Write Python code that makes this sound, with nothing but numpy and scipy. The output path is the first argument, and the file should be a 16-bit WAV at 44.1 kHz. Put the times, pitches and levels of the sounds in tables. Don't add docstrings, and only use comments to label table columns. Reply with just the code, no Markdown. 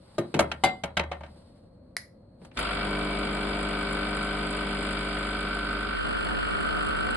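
import sys
import numpy as np
from scipy import signal
from scipy.fft import rfft, irfft, next_fast_len
from scipy.io import wavfile

SR = 44100
rng = np.random.default_rng(int(sys.argv[2]) if len(sys.argv) > 2 else 0)


def to_wav(s):
    ch = np.atleast_2d(s).T
    pcm = np.round(np.clip(ch, -1, 1) * 32767)
    wavfile.write(sys.argv[1], SR, pcm.astype(np.int16))


N = 315756
TIME = np.arange(N) / SR
STROKE_HZ, PUMP_ON_S = 50.02, 2.5715

# pitch_hz, level_db
KNOCKS = [(0.182, -25, -23.5, -32.5, -34, -59.5, -23, 1220, -28.5),
          (0.341, -24.5, -23.5, -27, -37.5, -56, -28, 444, -27.5),
          (0.363, -28.5, -35, -44.5, -54.5, -54.5, -44, 1425, -41),
          (0.391, -22.5, -10.5, -20, -19.5, -33.5, -36, 950, -24),
          (0.405, -37, -25, -41.5, -42.5, -42.5, -39.5, 1300, -27.5),
          (0.515, -45, -28.5, -27.5, -44, -61.5, -57, 1380, -31.5),
          (0.637, -25.5, -18, -22, -21, -52.5, -35, 1114, -23.5),
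          (0.642, -33.5, -22.5, -31.5, -33, -49.5, -31, 759, -9),
          (0.647, -50, -34, -40.5, -39.5, -59.5, -50.5, 4700, -29.5),
          (0.658, -50, -33, -32, -44.5, -56.5, -48.5, 4720, -30.5),
          (0.667, -46, -30, -38, -54, -59.5, -48, 850, -34),
          (0.687, -51, -34.5, -38.5, -53, -58, -49.5, 3900, -37.5),
          (0.836, -38, -22.5, -28.5, -36.5, -37.5, -54.5, 680, -26.5),
          (0.969, -43, -21.5, -18.5, -36, -34.5, -58, 604, -23),
          (0.973, -43, -24.5, -33.5, -53, -46.5, -52.5, 1360, -26),
          (0.994, -40, -20.5, -25, -45, -32.5, -54, 2050, -27),
          (1.036, -47, -37, -48, -60, -50.5, -62, 1550, -40),
          (1.115, -45, -22.5, -29.5, -51, -53.5, -63, 525, -33),
          (1.207, -58, -36, -52, -66, -48, -65, 600, -41),
          (1.234, -55, -35, -42.5, -63, -56.5, -68, 1330, -55),
          (1.262, -63, -47, -56, -70, -61, -68, 765, -55), (1.359, -59, -53, -78, -70, -61, -64, 497, -56),
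          (1.635, -57.5, -64, -84, -77.5, -62.5, -67, 118, -46.5)]
# pitch_hz, t60_s
KITCHEN_T60 = [(100, 0.57), (1000, 0.26), (4000, 0.078), (10000, 0.091)]
# pitch_hz, level_db
WIDTH = [(60, -39), (120, -29), (350, -6), (630, -3.5), (1200, -5.5), (2000, -0.5), (3600, -0.5),
         (5500, 12), (8000, -2), (11000, -13.5)]


def from_db(db):
    return np.exp(np.asarray(db) * np.log(10) / 20)


def rms_one(x):
    return x / np.sqrt(np.mean(np.atleast_2d(x).mean(axis=0) ** 2) + 1e-20)


def at_hz(points, hz):
    f, value = np.transpose(points)
    return np.interp(np.log(np.maximum(hz, 1)), np.log(f), value)


def filtered(x, order, hz, kind):
    return signal.sosfilt(signal.butter(order, hz, kind, fs=SR, output="sos"), x)


def ramp(start_s, length_s):
    return np.clip((TIME - start_s) / length_s, 0, 1)


def stepped_aside():
    return ramp(5.21, 0.72)


def leaned_in():
    return ramp(5.7, 1.3)


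def widened():
    return ramp(5.91, 0.087)


def swells(moves):
    return lambda height: sum(height(db) * np.exp(-((TIME - s) / half_s) ** 2) for s, half_s, db in moves)


def drift(rate):
    r = np.exp(-200 * np.pi * rate / SR)
    slow = signal.lfilter([1], [1, -2 * r, r * r], rng.standard_normal(N // 100 + 1002))[1000:]
    return np.interp(np.arange(N) / 100, np.arange(len(slow)), rms_one(slow))


def white():
    return rng.standard_normal((2, N))


def coloured(pair, spectrum):
    size = next_fast_len(N, real=True)
    hz = np.arange(size // 2 + 1) * SR / size
    ends = np.minimum(1, spectrum[-1][0] / (hz + 1)) ** 4 * np.minimum(1, hz / spectrum[0][0]) ** 2
    mid, side = rfft(pair, size) * from_db(at_hz(spectrum, hz)) * ends
    side = side * from_db(at_hz(WIDTH, hz))
    return rms_one(irfft(np.array([mid + side, mid - side]), size)[:, :N])


def clicks(times, gains):
    out = np.zeros(N)
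    out[np.clip(np.round(np.asarray(times) * SR).astype(int), 0, N - 1)] = gains
    return out


def ring(blows, hz, t60):
    r, w = from_db(-60 / (t60 * SR)), 2 * np.pi * hz / SR
    return signal.lfilter([0, np.sin(w)], [1, -2 * r * np.cos(w), r * r], blows + 1e-18)


def fading(blows, t60):
    return np.sqrt(signal.lfilter([1], [1, -from_db(-120 / (t60 * SR))], blows ** 2 + 1e-18))


def kitchen(x, wet_db):
    t = TIME[:SR // 2]
    tail = rng.standard_normal((2, len(t))) * from_db(-60 * t / at_hz(KITCHEN_T60, 1000)) * (t > .002)
    tail /= np.sqrt(np.sum(tail ** 2, axis=1, keepdims=True))
    return x + from_db(wet_db) * signal.fftconvolve(x[None], tail, axes=1)[:, :N]


def panned(x, left_db):
    return x * from_db(left_db * np.array([[1], [-1]]) / 2)


def pump():
    # center_s, half_length_s, level_db
    dips = [(6.0, 0.046, -13), (6.164, 0.055, -6), (6.433, 0.059, -4.5)]
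    # start_s, level_db
    clack_curve = [(2.6, -38), (2.93, -38.5), (3.15, -40.5), (3.8, -38), (4.6, -39), (4.78, -41.5),
                   (5.7, -36), (6.15, -38), (6.8, -35), (7.15, -37)]
    spread = 0.36 * stepped_aside() + 0.64 * widened()
    strokes = (TIME - PUMP_ON_S) * STROKE_HZ
    dip_db = swells(dips)(lambda db: db)

    hum_db = pump_level(-35, db_per_s=-1.42, dry_db=-19, aside_db=-3, wide_db=-0.5)
    drone = hum(strokes, hum_db + dip_db, widened(), stroke_db=-35.5, waver=1.0, ear_turn=0.021)

    times, force_db = piston(limp_s_per_s=0.000085, loose_s=0.00018, jitter_s=0.000065,
                             roaming_s=0.00003, uneven_db=1.15, late_db=0.5)
    hits = clack(times, force_db, uneven_db=2.2, echo_db=(-7.5, -12.5), wide_echo_db=6.0,
                 ear_lag_s=0.000079, panels_db=-52.5, chatter_db=-40.5)
    hits = from_db(np.interp(TIME, *np.transpose(clack_curve))) * hits
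    bracket_db = pump_level(-45, db_per_s=-1, dry_db=-5, aside_db=-3, wide_db=-2.5)
    hits = hits + from_db(bracket_db) * bracket(times, force_db, rebound_db=-5.0)

    water = churn(strokes, dip_db, spread)
    parts = buzz(strokes, times, force_db, spread)
    total = drone + hits + water + parts + valve_hiss(strokes) + wash(strokes, spread)
    return total * np.clip(strokes + 0.5, 0, 1)


def pump_level(primed_db, db_per_s, dry_db, aside_db, wide_db):
    dry = 1 - ramp(PUMP_ON_S, 0.32)
    pumped_s = np.maximum(TIME - PUMP_ON_S, 0)
    moved_db = aside_db * stepped_aside() + wide_db * widened()
    return primed_db + db_per_s * pumped_s + dry_db * dry + moved_db


def hum(strokes, hum_db, spread, stroke_db, waver, ear_turn):
    # multiple of the stroke rate, level_db
    partials = [(3, -6.5), (4, 1.5), (5, -13), (6, -1), (7, -12), (8, -3.5), (9, -9), (10, -18), (11, -6.5),
                (12, -11), (13, -18.5), (14, -10), (15, -14), (16, -15), (18, -18), (20, -10)]

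    def wobble(depth):
        return depth * spread * np.array([drift(16.0) for ear in range(2)])

    out = from_db(stroke_db) * np.sin(2 * np.pi * strokes + wobble(waver))
    sway = wobble(0.53)
    for order, db in partials:
        between_ears = ear_turn * order * np.array([[1], [-1]])
        turn = (sway + between_ears) * rng.choice([-1, 1])
        phase = 2 * np.pi * (order * strokes + rng.random()) + turn
        out = out + from_db(hum_db + db + .5 * drift(3.4)) * np.sin(phase)
    return out


def piston(limp_s_per_s, loose_s, jitter_s, roaming_s, uneven_db, late_db):
    lead_s = 0.001953
    gained_s = 0.0009
    settle_s = 1.6
    k = np.arange(int((N / SR - PUMP_ON_S) * STROKE_HZ) + 1)
    pumped_s, late = k / STROKE_HZ, k % 2 == 0
    beat = PUMP_ON_S + pumped_s
    chance = rng.standard_normal((len(k), 2))
    near, wide = np.interp(beat, TIME, leaned_in()), np.interp(beat, TIME, widened())
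    scatter_s = np.interp(pumped_s, [0, settle_s], [loose_s, jitter_s]) + roaming_s * wide
    times = beat - lead_s - gained_s * near + limp_s_per_s * pumped_s * late + scatter_s * chance[:, 0]
    surge_db = 1.5 * (k % 6 == 5) * near
    return times, late_db * late * pumped_s / pumped_s[-1] + surge_db + uneven_db * chance[:, 1]


def clack(times, force_db, uneven_db, echo_db, wide_echo_db, ear_lag_s, panels_db, chatter_db):
    # pitch_hz, level_db, t60_s
    panel_modes = [(1180, 5.5, 0.37), (1247.7, 3.5, 0.34), (1384, -3, 0.36), (1428, -8, 0.12),
                   (1526, 3, 0.26), (1565, 3, 0.22)]
    flutter_s, shrink_s = 0.00722, 0.00037
    near, wide = np.interp(times, TIME, leaned_in()), np.interp(times, TIME, widened())
    hits = clicks(times, from_db(force_db))
    chatter = from_db(chatter_db) * rng.standard_normal(N) * (TIME > PUMP_ON_S)
    panels = sum(from_db(panels_db + db) * ring(hits + chatter, hz, t60) for hz, db, t60 in panel_modes)
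    heard = kitchen(hits + panels + chatter, wet_db=-17.0)
    for bounce, db in enumerate(echo_db, 1):
        chance_db = uneven_db * rng.standard_normal(len(times))
        gains = from_db(force_db + db + wide_echo_db * wide + chance_db)
        arrival = times + bounce * (flutter_s - shrink_s * near)
        heard = heard + np.array([clicks(arrival + ear * ear_lag_s * wide, gains) for ear in (-1, 1)])
    return rms_one(filtered(heard, 3, (1256, 1570), "band"))


def bracket(times, force_db, rebound_db):
    # pitch_hz, level_db, t60_s
    metal_modes = [(2237, -9, 0.11), (2297.4, -6, 0.1), (2330, -11, 0.087)]
    rebound_s = 0.00396
    hits = clicks(times, from_db(force_db)) + clicks(times + rebound_s, from_db(force_db + rebound_db))
    tone = sum((-1) ** k * from_db(db) * ring(hits, hz, t60)
               for k, (hz, db, t60) in enumerate(metal_modes))
    return rms_one(kitchen(tone, wet_db=-6.0))


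def rattle(strokes, repeat):
    repeat = np.clip(repeat, 0, 1)
    place = (strokes % 2 * SR / STROKE_HZ).astype(int)
    pattern = rng.standard_normal((2, SR // 10))[:, place]
    return np.sqrt(repeat) * pattern + np.sqrt(1 - repeat) * white()


def bursts(strokes, lead, length, between_db, uneven_db):
    cycle = strokes + lead
    number = (cycle - np.floor(cycle[0])).astype(int)
    force = from_db(uneven_db * rng.standard_normal(N // 100))[number]
    age = (cycle % 1) / length
    return from_db(between_db) + force * age * np.exp(1 - age)


def churn(strokes, dip_db, spread):
    # pitch_hz, level_db per Hz
    churn_spectrum = [(25, -10), (70, 0), (120, -11), (170, -1.5), (205, -4.5), (233, 6), (262, -0.5),
                      (325, -1.5), (362, -5.5), (410, -2.5), (470, -3.5), (900, -45)]
    gurgle_spectrum = [(380, -22), (470, -9), (520, 1), (545, -8), (573, 2), (615, 0.5), (645, -2),
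                       (680, 1), (740, 4), (775, -6), (845, -6), (900, -3), (1000, -1.5), (1500, -10.5),
                       (1900, -34)]
    churn_db = pump_level(-40, db_per_s=-1, dry_db=0, aside_db=2, wide_db=-0.5) + 0.63 * dip_db
    out = from_db(churn_db) * coloured(rattle(strokes, repeat=0.17), churn_spectrum)
    gurgle_db = pump_level(-39.5, db_per_s=-1.36, dry_db=2, aside_db=-1, wide_db=2) + dip_db
    gurgle_db = gurgle_db + 1.5 * spread * drift(9.6)
    return out + from_db(gurgle_db) * coloured(rattle(strokes, repeat=0.24), gurgle_spectrum)


def fittings(times, force_db, t60):
    t = TIME[:SR // 10]
    answer = rng.standard_normal((2, len(t))) * from_db(-60 * t / t60)
    hits = clicks(times, from_db(force_db))
    return rms_one(signal.fftconvolve(hits[None], answer, axes=1)[:, :N])


def buzz(strokes, times, force_db, spread):
    # pitch_hz, level_db per Hz
    buzz_spectrum = [(600, -29), (850, -12), (1000, 1), (1400, 12), (1580, -1), (1700, 1.5), (1900, 5),
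                     (2150, 3), (2280, 7), (2450, 2), (3100, 3), (3550, 1.5), (3900, -4.5), (5000, -7),
                     (5700, -59), (7000, -116)]
    close_spectrum = [(1800, 11.5), (3000, -22), (3800, -8), (4300, 3), (4800, -4), (5600, -22.5)]
    grain = rattle(strokes, repeat=0.14)
    loose = rms_one(grain * bursts(strokes, lead=.11, length=0.2, between_db=-3, uneven_db=1.8))
    answer = from_db(-3.5) * fittings(times, force_db, t60=0.13)
    level_db = pump_level(-39.5, db_per_s=0, dry_db=4, aside_db=-2, wide_db=-3.5)
    out = from_db(level_db) * coloured(loose + answer, buzz_spectrum)
    close = grain * bursts(strokes, lead=.09, length=0.07, between_db=-9, uneven_db=2.5)
    return out + from_db(-46.5) * spread * coloured(close, close_spectrum).mean(axis=0)


def valve_hiss(strokes):
    # pitch_hz, level_db per Hz
    valve_spectrum = [(5500, -107), (6900, -2.5), (7600, 12.5), (9000, 12.5), (10800, 7), (12000, -69)]
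    hiss = white() * bursts(strokes, lead=0.34, length=0.21, between_db=-4.5, uneven_db=4.0)
    level_db = pump_level(-55, db_per_s=1.04, dry_db=4.5, aside_db=-6.5, wide_db=2.5)
    return from_db(level_db) * coloured(hiss, valve_spectrum)


def wash(strokes, spread):
    # pitch_hz, level_db per Hz
    wide_spectrum = [(18, -43), (30, -28), (59, -7), (114, -10), (191, -4), (376, -5), (560, -4.5),
                     (802, -13), (1000, -6.5), (1240, -10), (1350, 2.5), (1740, -28), (2930, -10),
                     (3500, -22), (4550, -54), (7700, -120)]
    noise = coloured(rattle(strokes, repeat=0.11), wide_spectrum).mean(axis=0)
    return from_db(-31.0) * spread * noise * [[1], [-1]]


def cup():
    # pitch_hz, level_db, t60_s
    tray_modes = [(174, -19.5, 0.27), (326.5, -3, 0.3), (352, -2, 0.22), (385, 1, 0.1), (557, -0.5, 0.22),
                  (628, 6.5, 0.051), (718.4, -1.5, 0.12), (840, -5, 0.072), (917, -8.5, 0.15),
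                  (1197, -8.5, 0.069), (1380, -8, 0.15), (1580, -6, 0.1), (1830, -13, 0.15),
                  (2232, -6, 0.079), (2560, -8, 0.046), (3310, -5.5, 0.061), (3080, -5, 0.047),
                  (3900, -0.5, 0.044)]
    glass_modes = [(748, -7, 0.33), (815, 1, .08), (940, -1, 0.047), (2078, 0, 0.25), (2934, -9, .09),
                   (2975, -11, .08), (3477, -12.5, 0.26), (3876, -12, 0.11), (4247, -14, .09),
                   (4655, -18, 0.08), (7450, -26, .2), (7822, -19, 0.07), (7990, -32, 0.3),
                   (8450, -34, .22), (9400, -34, .18)]
    feet_modes = [(76, -3.5, 0.93), (85.6, -13.5, .5), (130, -15.5, .35), (174, 6, 0.12)]
    hollow_modes = [(346.4, -2, 0.27), (396, -4, 0.18)]
    held_db, rim_db, rim_caught_s = -30.5, -2.5, 0.637
    times, _, body_db, _, _, boom_db, hollow_db, spot_hz, spot_db = np.transpose(KNOCKS)

    def rung(level_db, modes):
        return sum(ring(clicks(times, from_db(level_db + db)), hz, t60) for hz, db, t60 in modes)

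    on_rim = np.arange(len(times)) == np.argmin(abs(times - rim_caught_s))
    tray = 0
    for k, (hz, db, t60) in enumerate(tray_modes):
        blows = clicks(times, from_db(strength_db(KNOCKS, hz) + db + rng.normal(0, 3.9, len(times))))
        tray = tray + (-1) ** k * ring(blows, hz, t60)
    boom = rung(boom_db, feet_modes)
    glass = rung(body_db + np.where(on_rim, rim_db, held_db), glass_modes)
    hollow = rung(hollow_db, hollow_modes)
    spots = sum(ring(clicks([s], from_db(db)), hz, t60=0.065)
                for s, hz, db in zip(times, spot_hz, spot_db))
    bright = kitchen(from_db(-7.0) * tray + spots + glass, wet_db=-6.5)
    return bright + filtered(hollow + boom, 2, 55, "high")


def strength_db(rows, hz):
    centre_hz = [320, 850, 2700, 9000]
    return np.array([np.interp(np.log(hz), np.log(centre_hz), row[1:5]) for row in rows])


def contacts(rows, level_db, tail_db):
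    # pitch_hz, level_db
    colour = [(70, -28.5), (150, -3), (320, -2.5), (800, -9), (1400, -7), (2700, -3), (4200, -6.5),
              (6200, -23), (8500, 20), (11000, -12)]
    # pitch_hz, t60_s
    ring_t60 = [(100, 0.094), (400, 0.04), (1200, 0.014), (4000, 0.042), (10000, 0.0039)]
    size = int(2.9 * SR)
    times = [row[0] for row in rows]
    noise = rng.standard_normal((2, 2, size))
    edges = 60 * 2 ** (np.arange(16) * 7.65 / 15)
    grating = from_db(2.3 * drift(130))[:size]
    keep = np.exp(-1 / (0.0013 * SR))
    out = 0
    for k, (low, high) in enumerate(zip(edges, edges[1:])):
        hz = np.sqrt(low * high)
        gains = from_db(strength_db(rows, hz) + at_hz(colour, hz) + level_db)
        blows = clicks(times, gains)[:size]
        envelope = fading(blows, at_hz(ring_t60, hz))
        envelope = envelope + from_db(tail_db) * fading(blows, at_hz(KITCHEN_T60, hz))
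        envelope = signal.lfilter([1 - keep], [1, -keep], envelope) * grating
        band = filtered(noise[k % 2] * envelope, 2, [low, high], "band")
        mid, side = band * np.sqrt(SR / 2 / (high - low))
        out = out + mid + from_db(at_hz(WIDTH, hz)) * side * [[1], [-1]]
    return np.pad(out, ((0, 0), (0, N - size)))


def finger_snap():
    # start_s, level_db
    snaps = [(1.967, -22)]
    # pitch_hz, level_db, t60_s
    palm_modes = [(750, -12, 0.014), (1880, -12, 0.014), (1976, 0, 0.024), (2140, -3, 0.018),
                  (4390, -0.5, 0.0074), (4880, -6, 0.014), (5030, -7.5, 0.012), (9380, -6, 0.0049),
                  (10170, -2.5, 0.006), (10780, -3.5, 0.0054)]
    blow = clicks([s for s, db in snaps], from_db([db for s, db in snaps]))
    hollow = sum(ring(blow, hz, t60) * from_db(db) for hz, db, t60 in palm_modes)
    hollow = filtered(hollow, 1, 1000, "high")
    crack = from_db(-7.5) * fading(blow, t60=0.04) * rng.standard_normal(N)
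    crack = filtered(crack, 2, 3500, "high")
    return kitchen(hollow + crack, wet_db=-8.0)


def background():
    # pitch_hz, level_db per Hz
    room_spectrum = [(15, -48), (25, -5.5), (96, 2), (156, -0.5), (208, 1), (440, -15.5), (541, -4.5),
                     (776, -21.5), (1090, -25), (2420, -45.5), (3660, -58), (4270, -30), (5250, -81.5),
                     (8800, -53.5), (12000, -68.5), (15600, -98), (22000, -120)]
    rustle_spectrum = [(300, -9.5), (800, 5.5), (2500, -9.5), (4400, -4.5), (6200, -29.5), (8500, -5.5),
                       (11000, -17)]
    # fastest_s, half_length_s, level_db
    arm_moves = [(0.353, 0.49, -65.5), (1.373, 0.22, -69.5), (2.455, 0.033, -63.5), (2.566, 0.025, -59)]
    moving = swells(arm_moves)(from_db)
    rustle = (from_db(-85.5) + moving) * from_db(1.5 * drift(13))
    return from_db(-53.5) * coloured(white(), room_spectrum) + rustle * coloured(white(), rustle_spectrum)


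def scene():
    # start_s, thud_db, body_db, crack_db, tick_db
    button = [(2.415, -41.5, -47, -61, -84), (2.447, -69, -41, -54, -54), (2.513, -62, -48, -50.5, -87),
              (2.572, -60, -46, -29, -43), (2.590, -38, -37, -80, -27.5)]
    touches = contacts(list(KNOCKS) + list(button), level_db=-4.5, tail_db=-8.5)
    bearing_db = -1.5 * stepped_aside()
    return cup() + touches + finger_snap() + panned(pump(), bearing_db) + background()


def record(dry):
    # pitch_hz, left_minus_right_db
    lean = [(110, 0.2), (190, 0.6), (350, 1.5), (630, 3), (1150, 0.7), (2000, 2), (3700, -1.5), (7000, 0.3),
            (11000, 0.3)]
    right_lag_s, cutoff_hz = .000012, 11450
    size = next_fast_len(N + SR // 10, real=True)
    hz = np.arange(size // 2 + 1) * SR / size
    ports = panned(rfft(dry, size), at_hz(lean, hz))
    ports[1] *= np.exp(-2j * np.pi * hz * right_lag_s)
    heard = filtered(irfft(ports, size)[:, :N], 2, 28, "high")
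    return signal.sosfilt(signal.ellip(10, .2, 80, cutoff_hz, fs=SR, output="sos"), heard)


dry = scene()
out = record(dry)
to_wav(out)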